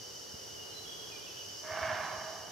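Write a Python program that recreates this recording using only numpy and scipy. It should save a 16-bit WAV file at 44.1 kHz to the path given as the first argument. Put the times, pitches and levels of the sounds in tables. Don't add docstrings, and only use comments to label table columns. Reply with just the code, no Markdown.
import sys
import numpy as np
from scipy import signal
from scipy.fft import rfft, irfft
from scipy.io import wavfile
from scipy.ndimage import uniform_filter1d

SR = 44100
rng = np.random.default_rng(int(sys.argv[2]) if len(sys.argv) > 2 else 0)


def materialize(psi):
    bounded = np.clip(np.atleast_2d(psi).T, -1, 1)
    quanta = np.round(bounded * 32767).astype(np.int16)
    wavfile.write(sys.argv[1], SR, quanta)


N = 110691

# time in seconds, relative level in dB.
BARK_EFFORT = [(1.615, -18), (1.66, -6), (1.73, -0.5), (1.83, 0), (1.93, -3.5), (2.02, -10.5),
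               (2.07, -13.5), (2.15, -27)]
# centre in Hz, width in Hz, relative level in dB.
THROAT_RESONANCES = [(206, 270, -13), (635, 86, -0.5), (705, 120, 1), (820, 100, -2.5), (938, 105, -1.5),
                     (1080, 285, -1.5), (1220, 130, -0.5), (1440, 100, -7), (1626, 310, -2),
                     (1754, 270, -4), (2153, 245, -6), (2360, 100, -9.5), (2860, 570, -14.5),
                     (3740, 1600, -23.5)]
# time in seconds, level in dB.
BARK_TONE_LEVEL = [(1.63, -62.5), (1.68, -47.5), (1.71, -39.5), (1.775, -45), (1.80, -54), (1.835, -35),
                   (1.88, -44), (1.925, -37.5), (1.97, -59), (2.005, -34.5), (2.05, -69), (2.1, -52),
                   (2.145, -43), (2.245, -54), (2.295, -44), (2.34, -56.5), (2.51, -61)]
# frequency in Hz, time to fall 60 dB in seconds.
FOREST_DECAY = [(600, 2.8), (1000, 1.77), (1700, 1.57), (2400, 1.14), (4200, 1.67)]
# start in seconds, length in seconds, first and last pitch in Hz,
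# level in dB, pan as left minus right in dB, relative echo send in dB.
BIRD_NOTES = [(0.578, 0.08, 3005, 2870, -50, -1.5, -4), (0.695, 0.064, 4050, 4070, -62, -6, 8.5),
              (0.75, 0.064, 4143, 4020, -56, -15, -6), (0.837, 0.0813, 3470, 3265, -57.5, -13, 7.5),
              (.92, 0.057, 3144, 3370, -65, -7, 6), (1.007, 0.1054, 3462, 3227, -59.5, -7, 2),
              (1.105, 0.077, 2610, 2350, -55, -6, -6.5), (1.21, .06, 2390, 2410, -65, -6, -7),
              (1.234, 0.046, 3770, 3235, -60, -9, 1.5), (1.255, 0.041, 3130, 2570, -57.5, -16, 2.5),
              (1.352, 0.091, 3120, 2926, -49.5, -6, -4), (2.02, 0.053, 4140, 3970, -56.5, -1, 0)]
# centre in Hz, width in Hz, relative level in dB.
TYMBAL_RESONANCES = [(4677, 350, -4), (5550, 1070, -2), (6220, 900, -8.5)]
# time in seconds, level in dB.
CICADA_SWELL = [(0, -48.5), (.35, -49), (.7, -50), (1.35, -49.5), (1.58, -47), (1.85, -48.5), (2.1, -48),
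                (2.27, -47), (2.51, -51.5)]
# frequency in Hz, relative density in dB.
BED_SPECTRUM = [(25, -36), (45, -20.5), (70, -4), (105, 0.5), (170, -5), (270, -6.5), (420, 2.5), (620, -4),
                (950, -7), (1600, -10), (2300, -15), (3600, -11), (7500, -16.5), (9000, -19.5),
                (12000, -17), (14200, -21), (15700, -25)]
# frequency in Hz, left-right correlation, left minus right in dB.
BED_STEREO = [(80, 0.31, -1.5), (555, 0.14, -2), (1300, -0.14, 0), (3500, 0.28, -1.5), (6500, -0.042, 3),
              (9800, -0.24, 1), (15000, -0.002, 2.5)]
# time of the peak in seconds, pitch in Hz,
# peak ahead of the low cut in dB, rise and decay time in seconds.
CAMERA_BUMPS = [(.343, 109, -35, 0.0015), (1.721, 93, -42, 0.0049), (1.829, 83, -40, 0.0083),
                (1.884, 115, -41, 0.0087), (1.929, 100, -41, .009), (1.999, 84.5, -47, .008),
                (2.136, 113, -47, .008), (2.177, 90, -46.5, 0.0071), (2.409, 80, -54, .009)]


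def deer(rasp_hz=157.6, tone_hz=635, breath_db=-6.5, direct_db=-42, echo_db=-34):
    beats, phase = pulses(rasp_hz, jitter=.16, scatter_db=5.5)
    breath = np.exp(-phase / 0.46) * rng.standard_normal(N)
    drive = unit(beats) + undb(breath_db) * unit(breath)
    rasp = unit(resonate(drive, THROAT_RESONANCES)) * swell(BARK_EFFORT)
    pitch = tone_hz * (1 + 0.00495 * walk(25) + .015 * walk(205))
    tone = np.sqrt(2) * sine(pitch) * swell(BARK_TONE_LEVEL)
    echo = forest(rasp, likeness=.84)
    return (tone + undb(direct_db) * rasp + undb(echo_db) * echo) * pan(db=-4)


def forest(sound, likeness, build_s=0.01):
    t, t60 = seconds(), over_bins(FOREST_DECAY)
    scatter = rfft(pair(*rng.standard_normal((2, N)), likeness))
    decays = np.linspace(t60.min(), t60.max() + .01, 4)
    response = 0
    for decay, share in zip(decays, np.eye(len(decays))):
        band = irfft(scatter * np.interp(t60, decays, share), N)
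        fade = (1 - np.exp(-t / build_s)) * np.exp(-np.log(1000) * t / decay)
        response = response + band * unit(fade) / np.sqrt(N)
    return signal.fftconvolve(sound[None], response, axes=1)[:, :N]


def bird(bend=2.23, waver=0.00916, flutter_db=2):
    direct, send = 0, 0
    for start, length, from_hz, to_hz, db, pan_db, echo_db in BIRD_NOTES:
        progress = np.clip((seconds() - start) / length, 0, 1)
        slide = to_hz + (from_hz - to_hz) * (1 - progress) ** bend
        whistle = np.sqrt(2) * sine(slide * (1 + waver * walk(145)))
        note = whistle * np.sin(np.pi * progress) * undb(db + flutter_db * walk(130))
        direct = direct + note * pan(pan_db)
        send = send + note * undb(echo_db)
    return direct + undb(5) * forest(send, likeness=0.16) * pan(db=-5)


def trill_chorus(callers=8, chirps_per_s=11.5, centre_hz=2969, sweep_hz=236, level_db=-55.5):
    voices = []
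    for _ in range(callers):
        rate = chirps_per_s * (1 + .15 * walk(4.03))
        phase = (rng.random() + np.cumsum(rate) / SR) % 1
        pitch = centre_hz + sweep_hz * (.5 - phase) + 20 * walk(95.2)
        gate = np.minimum(4 * np.sin(np.pi * phase), 1)
        voices.append(sine(pitch) * gate * undb(2.2 * walk(41)))
    mid, side = unit(sum(voices[3:])), unit(sum(voices[:3]))
    return pair(mid, side, likeness=.75) * undb(level_db) * pan(db=-3)


def cicadas(clicks_per_s=22000, lag_s=18e-6):
    clicks = rng.standard_normal((2, N)) * (rng.random((2, N)) < clicks_per_s / SR)
    left, right = pair(*resonate(clicks, TYMBAL_RESONANCES), likeness=0.5)
    right = irfft(rfft(right) * np.exp(-2j * np.pi * bin_hz() * lag_s), N)
    return unit(np.array([left, right])) * curve(CICADA_SWELL) * undb(0.28 * walk(5.3))


def camera_bumps(low_cut_hz=58):
    thuds = 0
    for when, hz, db, decay in CAMERA_BUMPS:
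        age = seconds() - when
        thuds = thuds + undb(db) * np.cos(2 * np.pi * hz * age) * np.exp(-np.abs(age) / decay)
    low_cut = signal.butter(4, low_cut_hz, "high", fs=SR, output="sos")
    return signal.sosfilt(low_cut, thuds) * pan(db=1.5)


def leaves_and_air(level_db=-50.5):
    spectrum = pair(*rfft(rng.standard_normal((2, N))), likeness=over_bins(BED_STEREO))
    balance = pan(over_bins(BED_STEREO, column=2))
    rustle = irfft(spectrum * undb(over_bins(BED_SPECTRUM)) * balance, N)
    return unit(rustle) * undb(level_db + 0.62 * walk(1))


def pulses(rate, jitter, scatter_db):
    cycles = np.cumsum(rate * np.exp(jitter * walk(rate))) / SR
    onsets = np.diff(np.floor(cycles), prepend=0)
    return onsets * undb(scatter_db * rng.standard_normal(N)), cycles % 1


def resonate(x, rows):
    f = bin_hz() + 1
    gains = (undb(db) / (1 + ((f * f - hz * hz) / (f * width)) ** 2) for hz, width, db in rows)
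    return irfft(rfft(x) * np.sqrt(sum(gain ** 2 for gain in gains)), N)


def sine(hz):
    return np.sin(2 * np.pi * np.cumsum(hz) / SR)


def walk(rate):
    span = max(int(SR / rate), 2)
    drift = uniform_filter1d(rng.standard_normal(N), span, mode="wrap")
    return unit(uniform_filter1d(drift, span, mode="wrap"))


def pan(db):
    return undb(np.array([db, -db]).reshape(2, -1) / 2)


def pair(a, b, likeness):
    likeness = np.clip(likeness, -.98, .98)
    mid, side = a * np.sqrt((1 + likeness) / 2), b * np.sqrt((1 - likeness) / 2)
    return np.array([mid + side, mid - side])


def curve(rows):
    return undb(np.interp(seconds(), *np.array(rows).T))


def swell(rows):
    return curve(rows) * (seconds() > rows[0][0])


def over_bins(rows, column=1):
    rows = np.array(rows)
    return np.interp(np.log(bin_hz() + 1), np.log(rows[:, 0]), rows[:, column])


def bin_hz():
    return np.arange(N // 2 + 1) * SR / N


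def seconds():
    return np.arange(N) / SR


def undb(db):
    return 10 ** (np.asarray(db) / 20)


def unit(x):
    return x / np.sqrt(np.mean(x ** 2) + 1e-20)


def scene():
    return deer() + bird() + trill_chorus() + cicadas() + leaves_and_air() + camera_bumps()


def record(dry):
    top_hz = 15700
    return signal.sosfilt(signal.ellip(10, .2, 70, top_hz, fs=SR, output="sos"), dry)


dry = scene()
out = record(dry)
materialize(out)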